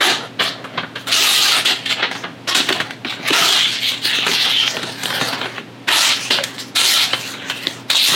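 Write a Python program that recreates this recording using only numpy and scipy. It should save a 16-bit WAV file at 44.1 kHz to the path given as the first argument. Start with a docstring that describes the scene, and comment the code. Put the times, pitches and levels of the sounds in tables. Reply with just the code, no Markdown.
"""Crisp, rasping cuts: a sharp knife slices strips from a hand-held sheet of paper.
The edge snaps fibres in a dense stream that the sheet radiates. Between cuts the paper
slides with a fine rub, buckles, pops at its creases and flips with a hollow thump.
A wooden table top and the walls of a small workroom reflect it all, and a fan hums behind."""
import sys
import numpy as np
from scipy import signal
from scipy.fft import rfft, irfft, next_fast_len
from scipy.io import wavfile

SR = 44100
rng = np.random.default_rng(int(sys.argv[2]) if len(sys.argv) > 2 else 0)


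def materialize(psi):
    """Save the field psi as 16-bit PCM at rate SR to the path in sys.argv[1].

    A 1-D psi becomes a single channel; in a 2-D psi each row is a channel.
    """
    bounded = np.clip(np.atleast_2d(psi).T, -1, 1)
    quanta = np.round(bounded * 32767).astype(np.int16)
    wavfile.write(sys.argv[1], SR, quanta)


N = 359702
TIME = np.arange(N) / SR

# The sheet speaks in four registers: flap, body, middle and hiss, with these crossovers.
# In strokes, slides and buckles, level_db sets the middle; flap_db, body_db and hiss_db ride on it.
CROSSOVERS_HZ = (630, 2255, 5400)
# Knife strokes; slack_db is how far flap and body rise or fall over the stroke.
# start_s, length_s, level_db, flap_db, body_db, hiss_db, slack_db, strip_pitch_hz
KNIFE_STROKES = [(0.0, 0.097, -13, -6, 4, 0, -8.5, 1770), (0.394, 0.089, -21.5, -13, 1, -10.5, -14, 1870),
                 (1.114, 0.47, -13, -21.5, -9, -4.5, 5, 1247), (1.649, 0.06, -20, -9, -1.5, -2.5, -2, 1350),
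                 (2.474, 0.049, -21, -11, -2, -5, 1, 1420), (2.551, 0.051, -23.5, -12, 0, 5.5, 1, 1460),
                 (3.274, 0.026, -21.5, -23, 0, -1.5, 6, 1650),
                 (3.329, 0.24, -10.5, -16, -2.5, -0.5, -10.5, 664),
                 (5.88, 0.24, -15, -20, -2, -1, -9, 1300), (6.304, 0.029, -15, -13, -11, -6.5, -9, 1540),
                 (6.756, 0.28, -13.5, -23.5, -10, -3, -0.5, 1340),
                 (7.9, 0.013, -14.5, -23, -1, -5, -16, 1400), (7.948, 0.05, -9, -25, -14.5, -7, -17, 1320),
                 (7.996, 0.23, -17.5, -20, -7.5, -2.5, 21, 825)]
# Paper sliding over blade, fingers and table: start_s, length_s, level_db, swell_db, body_db, hiss_db
PAPER_SLIDES = [(0.141, 0.12, -44, 6.5, 8, -9), (0.49, 0.35, -54, -11, 12, -19),
                (0.734, 0.04, -45.5, 0, 6.5, -23), (0.972, 0.074, -39.5, -8, -3, -7),
                (1.074, 0.061, -24.5, -7, -1.5, -5), (1.723, 0.2, -38, -5, -3, -8),
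                (1.89, 0.038, -21, 6.5, -12, -9), (1.957, 0.051, -34, 6, 2, -17),
                (2.11, .12, -37.5, -8, 2.5, -3), (2.626, .2, -30, 1, -1, -11),
                (2.844, 0.092, -40, -4, 2.5, -9), (3.069, 0.04, -23, -3, -8, -12.5),
                (3.117, 0.033, -32, -6, -5, -8), (3.167, .07, -36.5, 3, -0.5, -8),
                (3.251, 0.024, -26.5, 9, -4.5, -8), (3.58, 0.28, -19, -7, -14.5, -11),
                (3.837, 0.057, -24.5, 12, -19, -9.5), (3.895, 0.089, -26, -4, -10, -9),
                (4.019, 0.096, -25, 6, -9.5, -4.5), (4.128, 0.11, -17.5, -8, -12, -14),
                (4.228, 0.11, -24.5, 6.5, -4, -5.5), (4.343, 0.12, -15.5, -1, -13, -7),
                (4.459, 0.22, -19.5, 1.5, -11.5, -12.5), (4.693, .21, -34.5, 3.5, 1.5, -3),
                (4.915, 0.15, -33, 11, -6, -3.5), (5.07, 0.261, -27.5, -4, 0, -3.5),
                (5.331, 0.12, -35.5, -0.5, 3.5, -5), (5.455, 0.14, -39, 5, -1.5, -4),
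                (6.156, 0.13, -30, 0, -7, -1.5), (6.326, 0.16, -34, -5, 1, -1),
                (6.498, 0.068, -45, 4, -2, 2), (6.586, 0.1, -33, -23, -8, 1),
                (7.06, 0.28, -29.5, -4, -6.5, -3.5), (7.343, 0.18, -37.5, 5, -0.5, -8),
                (7.499, 0.18, -34.5, 9.5, -7.5, -8), (7.673, 0.13, -36, -7, -3, -3),
                (7.89, 0.043, -31, 0, -5, -2)]
# Folds running across the sheet: start_s, level_db, body_db, hiss_db, panel_pitch_hz, settle_s
PAPER_BUCKLES = [(0.4033, -25, 10, -21, 1890, 0.018), (0.6408, -38, 9, -7, 1340, 0.021),
                 (0.775, -20.5, 2, -36, 1180, .018), (0.8311, -39.5, 15.5, -24, 1420, 0.014),
                 (0.9542, -26.5, -1.5, -20, 1650, 0.02), (1.656, -3, -37, -34, 3350, 0.022),
                 (1.8562, -18, -17, -14.5, 1820, 0.022), (1.9919, -25.5, 0, -26, 1460, 0.025),
                 (2.024, -15.5, -1.5, -36, 1940, 0.026), (2.1117, -25, 6.5, -6, 2080, 0.0058),
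                 (2.1505, -28, 0, -12, 2210, 0.017), (2.237, -32, 12.5, -30, 1410, 0.018),
                 (2.547, -6, -6.5, -4, 3800, 0.018), (2.602, -15, -4, -11, 3790, 0.0048),
                 (2.6878, -12, -3, -8, 1720, 0.0062), (2.7019, -21.5, 11.5, -25, 1700, 0.0037),
                 (2.7244, -14.5, -6, -9, 3660, 0.0074), (2.801, -18.5, -1, -12.5, 1790, .011),
                 (2.9071, -21.5, -5, -14, 3000, 0.0038), (3.0472, -25, 3, -20, 2390, 0.00936),
                 (3.122, -34, 5.5, -12, 1460, .014), (3.3057, -8, -4, -14, 2940, 0.0024),
                 (3.329, -3, -5, -6.5, 1800, 0.011), (4.264, -15.5, -0.5, -8, 1220, 0.013),
                 (4.7678, -19.5, 1, -12, 1380, 0.0049), (4.8292, -24.5, 2.5, -3, 1600, 0.0069),
                 (5.033, -18.5, -1, 1, 2010, 0.0044), (5.1018, -21.5, 3, -24, 854, 0.0058),
                 (5.2115, -18, 2, -9, 2100, 0.005), (5.3253, -24, 2, -25, 1480, 0.019),
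                 (5.4138, -25.5, 5, -14, 1380, 0.0046), (5.455, -26, 3, -17, 1500, 0.0098),
                 (5.5806, -23, 4.5, -31, 1370, 0.0025), (6.306, -8.5, -6.5, -25, 2800, .011),
                 (6.3855, -24.5, 8.5, -18, 1660, 0.0047), (6.4366, -16.5, -11, -1, 4010, 0.0065),
                 (7.1305, -12, -3, -31, 3070, 0.011), (7.498, -14.5, -6.5, -16, 3030, 0.0064)]
# Creases popping over: start_s, level_db, pitch_hz
CREASE_POPS = [(0.656, -17, 1190), (0.956, -25, 1670), (2.802, -1, 1700), (3.048, -6.5, 2360),
               (3.455, 9, 4150), (4.055, 3, 3750), (4.187, 1, 3200), (4.23, -2, 3460), (4.281, 1, 2600),
               (4.315, 3, 3470), (4.477, -2, 3400), (4.678, 5, 3000), (5.057, 3, 3030), (5.128, -7, 1700),
               (6.582, -7, 3640), (6.815, 6, 3850), (7.6704, 7, 3670)]
# Hollow thumps of the whole sheet: start_s, level_db, pitch_hz
SHEET_FLIPS = [(2.599, -20, 270), (2.691, -16, 330), (2.703, -14, 377), (2.803, -35, 390),
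               (2.824, -24, 108), (3.049, -22, 316), (3.192, -20.5, 334), (3.303, -7, 294),
               (3.412, -12, 180), (4.77, -21, 340), (4.83, -18, 348), (5.035, -24, 405), (5.214, -13, 288),
               (5.325, -22, 270), (5.456, -17.5, 367), (5.585, -22, 270), (7.672, -28, 294),
               (8.116, -22, 170), (8.135, -20, 392)]
# Tone of the sheet when cut, rubbed and buckled: frequency_hz, gain_db
CUT_EQ = [(90, -42), (320, -11.5), (500, -16), (720, -11.5), (1020, -11), (1210, -10), (1420, -8),
          (2400, -6.5), (3150, 1.5), (4000, 3), (5200, -6), (12500, -20), (15800, -26.5)]
SLIDE_EQ = [(80, -25.5), (170, -6.5), (350, -6.5), (800, -0.5), (1250, 5.5), (1700, 6), (2450, 3),
            (3200, 7), (4100, 4.5), (5300, -9.5), (8500, -21), (15800, -32)]
BUCKLE_EQ = [(80, -7), (170, 11.5), (320, 12.5), (700, 0), (1500, 3), (2400, -2.5), (3200, 3), (4100, -1),
             (5200, -15), (8000, -19.5), (15500, -35.5)]
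# Level of the paper's treble above the sheen split, brightening and dulling over time: time_s, gain_db
SHEEN_LEVEL = [(0.1, 0), (0.6, 4.5), (1.2, 2.5), (1.6, 6), (1.9, 1), (2.2, 1), (2.55, -1.5), (3.0, 4.5),
               (3.5, -1.5), (3.85, 4), (4.1, 2), (4.3, 5), (4.7, 1), (5.3, 3), (6.0, 0), (6.6, 1),
               (7.3, 6.5), (8.1, 3)]
# Reverb time of the workroom: frequency_hz, t60_s
ROOM_DECAY = [(200, 0.29), (1200, 0.35), (3600, 0.33), (8000, 0.35), (14000, 0.027)]
# Tone of the fan's rushing air: frequency_hz, gain_db
FAN_AIR_EQ = [(18, -60), (30, -44), (64, -52), (93, -10), (244, -2), (335, -7), (435, -7.5), (496, -9.5),
              (581, -11.5), (662, -11.5), (1210, -16.5), (3540, -20.5), (6310, -34), (14200, -45.5),
              (15800, -51)]
# The fan's mains hum, then its blade tone: pitch_hz, rms_level_db
FAN_TONES = [(120, -45.5), (269.3, -44.5)]


def slicing(strip_ring_s=0.011, strip_db=-1, slow_blade_db=-9):
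    """The edge snaps thousands of fibres a second, catches on clumps and sets the loose strip ringing."""
    catch = undb(1.3 * wander(70))
    fine = crackle(per_s=6000, spread_db=3)
    clumps = undb(-5) * crackle(per_s=450, spread_db=3)
    fibres = (fine + clumps) * catch * undb(0.84 * wander(420))
    strips, gains = np.zeros(N), np.zeros((4, N))
    for start_s, length_s, level_db, flap_db, body_db, hiss_db, slack_db, strip_hz in KNIFE_STROKES:
        attack_s = 0.017 * np.sqrt(length_s / 0.1)  # long strokes bite in more gently
        onset_s = max(start_s - attack_s / 2, 0)
        gate, progress = hand_move(length_s, attack_s, release_s=0.025)
        lift_db = slack_db * (progress - 0.5)
        speed = np.sin(np.pi * progress)
        hiss_db += slow_blade_db * (1 - speed)  # less hiss at the slow ends of the stroke
        add(gains, onset_s, gate * voicing(level_db, flap_db + lift_db, body_db + lift_db, hiss_db))
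        under_blade = np.roll(fibres, -int(onset_s * SR))[:len(gate)]
        strip = convolve(under_blade, resonance(strip_hz, strip_ring_s, SR // 25))
        add(strips, onset_s, length_s / 0.13 * gate * strip)  # longer strips ring louder
    cut = flexing(fibres + undb(strip_db) * strips, depth_db=3, rate_hz=28)
    return radiate(cut, gains, CUT_EQ, rasp_db=0.94, rasp_hz=98)


def sliding(attack_s=0.038, release_s=0.012):
    """Paper rubs with a fine hiss and scattered crinkles; each slide swells or fades evenly."""
    grain = crackle(per_s=9000, spread_db=5)
    crinkles = undb(-11) * crackle(per_s=200, spread_db=8)
    rub = flexing((grain + crinkles) * undb(1.26 * wander(55)), depth_db=4, rate_hz=17)
    gains = np.zeros((4, N))
    for start_s, length_s, level_db, swell_db, body_db, hiss_db in PAPER_SLIDES:
        gate, progress = hand_move(length_s, attack_s, release_s)
        ramp_db = level_db + swell_db * (progress - 0.5)
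        flap_db = -4.5 + 1.64 * body_db  # a slack, full-bodied sheet flaps as it slides
        add(gains, start_s - attack_s / 2, gate * voicing(ramp_db, flap_db, body_db, hiss_db))
    return radiate(rub, gains, SLIDE_EQ, rasp_db=3.4, rasp_hz=38)


def buckling(panel_ring_s=0.0033, flap_re_body_db=-9.5):
    """A fold runs across the paper as a swell of clicks; the panel rings at its own pitch and settles."""
    out, t = np.zeros(N), TIME[:SR // 6]
    bands = registers(BUCKLE_EQ)
    for start_s, level_db, body_db, hiss_db, pitch_hz, settle_s in PAPER_BUCKLES:
        swell_s = 0.36 * settle_s
        envelope = np.minimum(t / swell_s, 1) ** 2 * np.exp(-t / settle_s)
        clicks = crackle(per_s=9000, spread_db=5.5, size=len(t))
        panel = convolve(clicks, resonance(pitch_hz, panel_ring_s, len(t)))
        burst = (clicks + panel) * envelope / envelope.max()
        sheet = voicing(level_db, body_db + flap_re_body_db, body_db, hiss_db) @ bands
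        add(out, start_s - swell_s / 2, convolve(burst, sheet))
    return out


def popping(decay_cycles=2.15, attack_s=0.00018, low_cut_hz=350):
    """A crease flips over: a few sharp cycles, a lower after-ring and a dry tick."""
    out, t = np.zeros(N), TIME[:SR // 40]
    sheet = eq_impulse(BUCKLE_EQ)
    for start_s, level_db, pitch_hz in CREASE_POPS:
        snap = np.sin(2 * np.pi * pitch_hz * t) * np.exp(-t * pitch_hz / decay_cycles)
        after_ring = undb(-11) * np.sin(2 * np.pi * 0.58 * pitch_hz * t) * np.exp(-t / 0.0012)
        tick = undb(-15) * convolve(rng.standard_normal(len(t)) * np.exp(-t / 0.0015), sheet)
        add(out, start_s, undb(level_db) * (snap + after_ring + tick) * (1 - np.exp(-t / attack_s)))
    return split(out, [low_cut_hz], order=2)[1]  # so small a patch of paper radiates no bass


def flipping(attack_s=0.003, decay_s=0.014, low_cut_hz=100):
    """The sheet flips as a whole: a few low swings, roughened by its other bends."""
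    out, t = np.zeros(N), TIME[:SR // 8]
    flap_band = registers(BUCKLE_EQ)[0]
    envelope = np.minimum(t / attack_s, 1) * np.exp(-t / decay_s)
    for start_s, level_db, pitch_hz in SHEET_FLIPS:
        swing = undb(-3) * np.sin(2 * np.pi * pitch_hz * t)
        bends = undb(-4) * convolve(rng.standard_normal(len(t)), flap_band)
        add(out, start_s, undb(level_db) * (swing + bends) * envelope)
    return split(out, [low_cut_hz], order=3)[1]


def hand_move(length_s, attack_s, release_s):
    """One gesture: a gate with soft attack, hold and release, and its progress from 0 to 1."""
    t = TIME[:int((length_s + 7 * release_s) * SR)]
    attack = np.sin(np.pi / 2 * np.minimum(t / attack_s, 1)) ** 3
    release = np.exp(-np.maximum(t - length_s - attack_s / 2, 0) / release_s)
    return attack * release, np.minimum(t / length_s, 1)


def flexing(x, depth_db, rate_hz):
    """The bending sheet shifts its resonances: quarter-octave bands swell and sink independently."""
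    size = next_fast_len(N)
    spectrum, hz = rfft(x, size), np.fft.rfftfreq(size, 1 / SR)
    band_position = np.clip(4 * np.log2((hz + 1) / 400), 0, 21)
    out = np.zeros(N)
    for k in range(22):
        band = irfft(spectrum * np.maximum(1 - abs(band_position - k), 0), size)[:N]
        swing_db = depth_db * (1 - 0.065 * (k / 21) ** 2)  # a touch steadier where treble modes crowd
        out += band * undb(swing_db * wander(rate_hz))
    return unit_rms(out)


def radiate(friction, gains, eq, rasp_db, rasp_hz):
    """Friction heard through the sheet's four registers; the hiss flutters as the fibres catch."""
    flap, body, middle, hiss = (g * convolve(friction, h) for g, h in zip(gains, registers(eq)))
    return flap + body + middle + hiss * undb(rasp_db * wander(rasp_hz))


def registers(eq):
    """The sheet's impulse response as flap, body, middle and hiss, each of unit energy."""
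    return [h / np.linalg.norm(h) for h in split(eq_impulse(eq), CROSSOVERS_HZ, order=5)]


def voicing(level_db, flap_db, body_db, hiss_db):
    """Gains of the four registers, from the middle's level and the others relative to it."""
    return undb(np.broadcast_arrays(level_db + flap_db, level_db + body_db, level_db, level_db + hiss_db))


def room(x, table_db, walls_db, table_delay_s=0.002296, sway_s=0.000391, damping_hz=7000, paths=3):
    """A table-top slap and the walls, duller than the direct sound; the paths sway as the sheet moves."""
    dull = split(x, [damping_hz], order=1)[0]
    slap = np.interp(TIME - table_delay_s - sway_s * wander(5), TIME, dull)
    reverb = np.zeros(N)
    for _ in range(paths):
        swaying = np.interp(TIME - sway_s * wander(9), TIME, dull)
        reverb += convolve(swaying, walls())
    return x + undb(table_db) * slap + undb(walls_db) * reverb / np.sqrt(paths)


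def walls(predelay_s=0.004, early_db=5, early_s=0.0047):
    """Strong early returns from nearby shelves thin into a diffuse tail; unit energy."""
    t = TIME[:SR * 2 // 3]
    edges_hz = 250 * 2.0 ** np.arange(6)
    centres_hz = np.append(edges_hz, 2 * edges_hz[-1]) / np.sqrt(2)
    bands = split(rng.standard_normal(len(t)), edges_hz, order=3)
    tail = sum(band * undb(-60 * t / t60) for band, t60 in zip(bands, log_interp(centres_hz, ROOM_DECAY)))
    tail *= np.clip(t / predelay_s - 1, 0, 1)
    tail *= 1 + undb(early_db) * np.exp(-t / early_s)
    return tail / np.linalg.norm(tail)


def fan(air_db=-37.5, drift_rad=1.0):
    """A steady bed of rushing air with a mains hum and a wavering blade tone."""
    air = unit_rms(convolve(rng.standard_normal(N), eq_impulse(FAN_AIR_EQ, size=8192)))
    (mains_hz, mains_db), (blade_hz, blade_db) = FAN_TONES
    mains = undb(mains_db) * np.sin(2 * np.pi * mains_hz * TIME)
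    waver = undb(1.3 * wander(11))
    blade = undb(blade_db) * waver * np.sin(2 * np.pi * blade_hz * TIME + drift_rad * wander(25))
    return undb(air_db) * air + np.sqrt(2) * (mains + blade)


def crackle(per_s, spread_db, size=N):
    """Tiny snaps at random moments and of unequal strength, rms 1."""
    snaps = rng.random(size) < per_s / SR
    strength = undb(spread_db * np.clip(rng.standard_normal(size), -2, 2))
    return unit_rms(snaps * strength * rng.choice([-1, 1], size))


def wander(rate_hz):
    """A random LFO with a spread near 1."""
    return 1.2 * np.interp(TIME * rate_hz, np.arange(4096), rng.standard_normal(4096))


def resonance(pitch_hz, decay_s, size):
    """Impulse response of one damped mode, with a gain near 1 at its pitch."""
    t = TIME[:size]
    return np.cos(2 * np.pi * pitch_hz * t) * np.exp(-t / decay_s) * 2 / (decay_s * SR)


def eq_impulse(eq, size=2048):
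    """Minimum-phase impulse response of an EQ curve, unit energy."""
    hz = np.fft.rfftfreq(size, 1 / SR)
    cepstrum = irfft(np.log(undb(log_interp(hz, eq))))
    cepstrum[1:size // 2] *= 2
    cepstrum[size // 2 + 1:] = 0
    impulse = irfft(np.exp(rfft(cepstrum)))
    return impulse / np.linalg.norm(impulse)


def log_interp(hz, curve):
    """Read a curve on a log-frequency axis."""
    curve_hz, values = np.transpose(curve)
    return np.interp(np.log(hz + 1), np.log(curve_hz), values)


def split(x, edges_hz, order):
    """A crossover: neighbouring bands, low to high."""
    bands = []
    for hz in edges_hz:
        bands.append(signal.sosfilt(signal.butter(order, hz, "low", fs=SR, output="sos"), x))
        x = signal.sosfilt(signal.butter(order, hz, "high", fs=SR, output="sos"), x)
    return bands + [x]


def convolve(x, impulse):
    """Play a sound through an impulse response, keeping its length."""
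    return signal.fftconvolve(x, impulse)[:len(x)]


def add(out, start_s, sound):
    """Mix in a short sound or a set of envelopes."""
    start = max(int(start_s * SR), 0)
    out[..., start:start + sound.shape[-1]] += sound[..., :N - start]


def undb(db):
    """Decibels to gain."""
    return 10 ** (np.asarray(db) / 20)


def unit_rms(x):
    """Scale to rms 1."""
    return x / np.sqrt(np.mean(x ** 2) + 1e-18)


def scene(sheen_hz=8750):
    """The mono mix: paper in the room over the fan, with the short pops kept drier."""
    below, sheen = split(slicing() + sliding() + buckling() + flipping(), [sheen_hz], order=3)
    sheen_gain = undb(np.interp(TIME, *np.transpose(SHEEN_LEVEL)))
    paper = room(below + sheen * sheen_gain, table_db=-13, walls_db=-5)
    pops = room(popping(), table_db=-18, walls_db=-14)
    return (paper + pops + fan())[None]


def record(dry, limit_db=-15.5, detector_s=0.0064, low_cut_hz=45, high_cut_hz=15950):
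    """A limiter holds loud strokes; the sharpest pops slip past and clip; lows and highs are trimmed."""
    pole = np.exp(-1 / (detector_s * SR))
    loudness = signal.filtfilt([1 - pole], [1, -pole], abs(dry), padtype="even")
    limited = dry / (1 + (loudness / undb(limit_db)) ** 8) ** (1 / 8)  # soft knee
    clipped = np.clip(split(limited, [low_cut_hz], order=2)[1], -1, 1)
    return signal.sosfilt(signal.ellip(10, 0.1, 90, high_cut_hz, fs=SR, output="sos"), clipped)


dry = scene()
out = record(dry)
materialize(out)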